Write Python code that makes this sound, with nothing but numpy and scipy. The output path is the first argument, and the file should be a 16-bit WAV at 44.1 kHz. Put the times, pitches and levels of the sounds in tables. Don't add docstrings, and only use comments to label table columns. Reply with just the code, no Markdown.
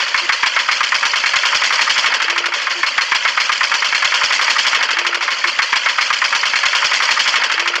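import sys
import numpy as np
from scipy import signal
from scipy.fft import rfft, irfft
from scipy.io import wavfile
from scipy.ndimage import uniform_filter1d

SR = 44100
rng = np.random.default_rng(int(sys.argv[2]) if len(sys.argv) > 2 else 0)


def to_linear_factor(level_db):
    exponent = np.asarray(level_db, float) / 20
    return 10 ** exponent


def unload_audio(sound):
    columns = np.transpose(np.atleast_2d(sound))
    steps = np.round(np.clip(columns, -1, 1) * 32767)
    wavfile.write(sys.argv[1], SR, steps.astype(np.int16))


N = 343980
LEAD_S, RUN_S = .22, 3.06
M = int(RUN_S * SR)
T = np.arange(M) / SR - LEAD_S
START_RATE = 6.0097
CYCLES_RUN = 30
CUT_S = 2.03


def level(x):
    return x / np.sqrt(np.mean(x ** 2))


def colour(x, points):
    hz, db = np.transpose(points)
    f = np.fft.rfftfreq(4096, 1 / SR)
    cep = irfft(np.interp(np.log(f + 1), np.log(hz), db) * np.log(10) / 20)
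    cep[1:2048] *= 2
    cep[2049:] = 0
    impulse = irfft(np.exp(rfft(cep)))[:2048]
    return signal.fftconvolve(x, impulse)[:len(x)]


def ring(modes, spread_db, detune):
    hz, db, t60 = np.transpose(modes)[:, :, None]
    luck = rng.standard_normal((2, len(modes), 1))
    t = np.arange(2200) / SR
    decay = np.exp(-np.log(1000) * t / t60)
    tones = np.sin(2 * np.pi * hz * (1 + detune * luck[1]) * t)
    response = np.sum(to_linear_factor(db + spread_db * luck[0]) * tones * decay, axis=0)
    bass_cut = signal.butter(4, 850, "high", fs=SR, output="sos")
    return signal.sosfilt(bass_cut, response)


def add(track, s, sound):
    i = int((s + LEAD_S) * SR)
    track[i:i + len(sound)] += sound[:M - i]


def grit(count, scatter_db):
    size_db = scatter_db * np.repeat(rng.uniform(-0.85, 1, count // 24 + 1), 24)[:count]
    return level(rng.standard_normal(count) * to_linear_factor(size_db))


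def fade_db(s):
    return -13.5 * np.maximum(0.31 - s, 0) - 63 * np.maximum(s - 2.5, 0)


def gained(s):
    gain_per_s, drag_per_s2, governed_rate = 3.2738, .0718, 12.548
    rate = START_RATE + gain_per_s * s - drag_per_s2 * s ** 2
    return np.minimum(rate, governed_rate) - START_RATE


def moments(share):
    first_firing_s = -.0171
    turns = np.cumsum(START_RATE + gained(T)) / SR
    turns_since = turns - np.interp(first_firing_s, T, turns)
    return np.interp(np.arange(CYCLES_RUN) - 1 + share, turns_since, T)


def hum():
    band = signal.butter(2, (35, 70), "band", fs=SR, output="sos")
    return to_linear_factor(-71) * level(signal.sosfilt(band, rng.standard_normal(N)))


def dove():
    # start_s, length_s, pitch_hz, level_db, scoop (share of pitch), scoop_s
    coo_notes = [
        (2.26, .31, 347.5, -39.5, -.16, .022),
        (2.745, .11, 330, -37, .11, .06),
    ]
    attack_s, release_s, sag_db_per_s, wobble_db = .025, .06, -16.5, 1.5
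    out = 0
    slow = uniform_filter1d(rng.standard_normal((2, M)), size=900, axis=1)
    wobble = level(uniform_filter1d(slow, size=900, axis=1))
    for s, length, pitch, db, scoop, scoop_s in coo_notes:
        since = np.clip(T - s, 0, length)
        hz = pitch * (1 + scoop * np.exp(-since / scoop_s) + .002 * wobble[0])
        phase = 2 * np.pi * np.cumsum(hz) / SR
        voice = np.sin(phase) + to_linear_factor(-12) * np.sin(2 * phase)
        shape = np.minimum(since / attack_s, 1) * np.minimum((length - since) / release_s, 1)
        loudness = to_linear_factor(db + sag_db_per_s * since + wobble_db * wobble[1])
        out = out + np.sqrt(2) * shape * loudness * voice
    return out


def puffs():
    pipe_hz = (470, 590)
    puff_db, coast_db, bark_db, bark_scatter_s = -42, -24, -30.5, 0.00788
    out, t = np.zeros(M), np.arange(1000) / SR
    swell = t / .003 * np.exp(1 - t / .003)
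    luck = rng.standard_normal((CYCLES_RUN, 5))
    for opens, fires, (low, high, early, low2, high2) in zip(moments(.525), moments(0), luck):
        opening_db = (coast_db if opens > CUT_S else puff_db) + fade_db(opens)
        bark_s = fires + bark_scatter_s * np.clip(early, -1, 1)
        firing_db = bark_db - 30 * (fires > CUT_S)
        blows = [(opens, opening_db, low, high), (bark_s, firing_db, low2 - 1.5, high2)]
        for s, db, *mix in blows:
            note = 0
            for hz, m in zip(pipe_hz, mix):
                note = note + to_linear_factor(db - 5 + 2 * m) * np.sin(2 * np.pi * hz * (1 + .012 * m) * t)
            add(out, s, note * swell)
    return out


def pings():
    count, low_hz, high_hz, ring_cycles, scatter_db = 2600, 900, 9000, 17, 3
    when, pitch, size = rng.uniform(size=(count, 3)).T[:, :, None]
    k = np.arange(700)
    hz = low_hz * (high_hz / low_hz) ** pitch
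    strength = to_linear_factor(-scatter_db * np.log(size + 0.09)) * np.sqrt(hz)
    decay = np.exp(-k / SR * np.sqrt(hz * 3000) / ring_cycles)
    tick = strength * np.sin(2 * np.pi * hz * k / SR) * decay
    place = (when * M).astype(int) + k
    return level(np.bincount(place.ravel(), tick.ravel(), M)[:M])


def rattle_envelopes(valve_times):
    start_db, db_per_rate, cut_db, coast_db_per_s, treble_cut_db = -23.5, 0.796, 1, -15.5, -14.5
    after, dull_db = np.zeros((2, M))
    firing = moments(0)
    for s in valve_times:
        after_db = start_db + db_per_rate * gained(s)
        after_db += (s > CUT_S) * (cut_db + coast_db_per_s * (s - CUT_S))
        on = slice(int((s + LEAD_S) * SR) + 1, int((s + LEAD_S + .22) * SR))
        since = T[on] - s
        gap = np.min(firing[firing > s], initial=s + .17) - s
        late_tap = 0.16 * np.exp(-((since - 0.41 * gap) / 0.0036) ** 2)
        settle = to_linear_factor(after_db + 0.56) * (1 + late_tap + 0.66 * np.exp(-since / (0.45 * gap)))
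        choke = .3 + .7 * np.exp(-np.maximum(since - gap, 0) / .016)
        after[on] = settle * choke * np.minimum(since / 0.0039, 1)
        dull_db[on] = (-3.5 + treble_cut_db * (s > CUT_S)) * np.clip(since / gap, 0, 1)
    return after, dull_db


def rattle(after, tin_modes):
    # pitch_hz, level_db
    rattle_spectrum = [(150, -47.5), (240, -16.5), (400, -20.5), (580, -4.5), (740, -12.5), (960, -5),
                       (1500, -3.5), (2100, -0.5), (3300, 0), (3760, -13.5), (4500, 0), (7200, -13),
                       (9000, -16), (16000, -31)]
    hiss, shake = grit(count=M, scatter_db=-1.0), grit(count=M, scatter_db=4.5)
    hiss = level(hiss + to_linear_factor(-4) * pings())
    loose_tin = tin_modes[:8] + tin_modes[9:]
    tin = ring(loose_tin, spread_db=2, detune=0)
    held = np.repeat(rng.standard_normal((2, M // 180 + 1)), 180, axis=1)[:, :M]
    fits = uniform_filter1d(held, size=120, axis=1)
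    clumps = to_linear_factor(fits * np.array([[1.5], [3.5]]) - np.array([[.2], [1.2]]))
    gas = colour(hiss * after * clumps[0], rattle_spectrum) / np.std(colour(hiss, rattle_spectrum))
    buzz = signal.fftconvolve(shake * after * clumps[1], tin)[:M] / np.sqrt(np.sum(tin ** 2))
    return 0.92 * gas + 0.24 * buzz


def clatter(valve_times, tin_modes):
    # pitch_hz, level_db
    chatter_spectrum = [(200, -23), (600, -12), (950, -4), (1700, 0), (2600, 2), (3350, -1.5), (3700, -5),
                        (4250, -15.5), (5300, -6), (7200, -19.5), (9000, -11.5), (16000, -17)]
    # pitch_hz, level_db, t60_s
    rocker_modes = [(4345, -2, 0.12), (4840, -6.5, 0.036)]
    burst_db, scatter_db, burst_ms, coast_burst_ms = -14.5, .5, 20.24, 13.9
    cover_db, cover_db_per_rate = -4.5, -1.6
    out, t = np.zeros(M), np.arange(2200) / SR
    for s, (strong, slow) in zip(valve_times, rng.standard_normal((CYCLES_RUN, 2))):
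        db = burst_db + scatter_db * strong + fade_db(s)
        length = (coast_burst_ms if s > CUT_S + .05 else burst_ms) * (1 + 0.037 * slow) / 1000
        shape = np.minimum(t / .002, 1) / (1 + (t / length) ** 8)
        shape *= 1 + .5 * np.cos(2 * np.pi * (t - .002) / (.38 * length))
        push = grit(count=len(t), scatter_db=1.5) * shape
        push[20] += 9
        covers = signal.fftconvolve(push, ring(tin_modes, spread_db=4, detune=.015))[:len(t)]
        rocker = signal.fftconvolve(push, ring(rocker_modes, spread_db=2, detune=.012))[:len(t)]
        chatter = level(colour(push, chatter_spectrum)) + to_linear_factor(-9.5) * level(covers)
        chatter += to_linear_factor(cover_db + cover_db_per_rate * gained(s) + 3 * slow) * level(rocker)
        add(out, s, chatter * to_linear_factor(db + .2) / np.std(chatter[:int(length * SR)]))
    return out


def valves():
    # pitch_hz, level_db, t60_s
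    tin_modes = [(1070, -7, .045), (1450, -5, .03), (1650, -4, .03), (1960, -3, .03), (2150, -2, .035),
                 (2620, -3, .03), (3050, -5, .035), (3200, -6, .035), (4270, -2.5, .06), (4700, -8, .03),
                 (5300, -8, .03), (5860, -12, .03), (6700, -15, .03)]
    treble_db, treble_db_per_rate = -5, .5
    valve_times = moments(.2106)
    after, dull_db = rattle_envelopes(valve_times)
    out = clatter(valve_times, tin_modes) + rattle(after, tin_modes)
    treble = signal.sosfiltfilt(signal.butter(2, 3700, "high", fs=SR, output="sos"), out)
    shelf_db = treble_db + treble_db_per_rate * gained(T) + uniform_filter1d(dull_db, size=40) + 3.5
    return out + (to_linear_factor(shelf_db) - 1) * treble


def knocks():
    # pitch_hz, level_db, t60_s
    block_modes = [(930, -8, .06), (1068, -1, .14), (1215, -1, .05), (1380, -1, .05), (1605, -2, .07),
                   (1830, -2, .07), (1980, -3, .08), (2200, 0, .11), (2450, -6, .06), (3150, -8, .08),
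                   (4550, -14, .05)]
    # pitch_hz, level_db
    roar_spectrum = [(200, -42), (600, -30), (800, -18), (950, -5), (1300, 0), (2300, -1), (2750, -13),
                     (3200, -12), (3900, -24), (4600, -16), (6500, -27), (9000, -30), (16000, -34)]
    knock_db, db_per_rate, coast_db_per_s, scatter_db = -11, -0.92, -3, .7
    mean_push_ms, push_scatter_ms = 5.9, .35
    out, t = np.zeros(M), np.arange(2000) / SR
    rise = np.minimum(t / 0.0007, 1)
    for s, (strong, slow) in zip(moments(0), rng.standard_normal((CYCLES_RUN, 2))):
        db = knock_db + db_per_rate * gained(s) + coast_db_per_s * max(s - CUT_S, 0)
        db += scatter_db * strong + fade_db(s)
        push_s = (mean_push_ms + push_scatter_ms * slow) / 1000
        push = rng.standard_normal(len(t)) * rise * np.exp(-(t / (1.37 * push_s)) ** 2)
        push[40] += 4.7
        bell = level(signal.fftconvolve(push, ring(block_modes, spread_db=2.5, detune=.012))[:len(t)])
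        gas = rng.standard_normal(len(t)) * rise * np.exp(-t / (2.04 * push_s))
        blow = bell + to_linear_factor(3.0) * level(colour(gas, roar_spectrum))
        add(out, s - .001, blow * to_linear_factor(db + 1.5) / np.std(blow[:int(.016 * SR)]))
    return out


def scene():
    # pitch_hz, level_db
    mic_response = [(7300, 0.5), (8000, -12), (8900, -16.5), (9800, -27.0), (11300, -19.0), (12500, -30),
                    (14000, -33), (15400, -34), (16000, -70)]
    # shift_s, then enter_s and leave_s within the run-up
    passes = [
        (-2.53587, -.13, 2.796),
        (0, -.13, 2.815),
        (2.68753, -.135, 2.81),
        (5.29694, -.09, 2.81),
    ]
    ceiling, splice_s = .72, .0015
    run = dove() + puffs() + valves() + knocks()
    run = signal.sosfilt(signal.butter(6, 195, "high", fs=SR, output="sos"), run)
    run = run / (1 + (run / ceiling) ** 4) ** .25
    run = colour(run, mic_response)
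    out = np.zeros(N)
    for shift, enters, leaves in passes:
        k = np.arange(N) - round((shift - LEAD_S) * SR)
        inside = (k > (enters + LEAD_S) * SR) & (k < (leaves + LEAD_S) * SR)
        edge = np.minimum(k / SR - LEAD_S - enters, leaves + LEAD_S - k / SR) / splice_s
        out[inside] += run[k[inside]] * np.minimum(edge[inside], 1)
    return (out + hum())[None]


def low_pass(x):
    return signal.sosfilt(signal.butter(12, 15830, fs=SR, output="sos"), x)


def record(dry):
    return low_pass(dry)


dry = scene()
out = record(dry)
unload_audio(out)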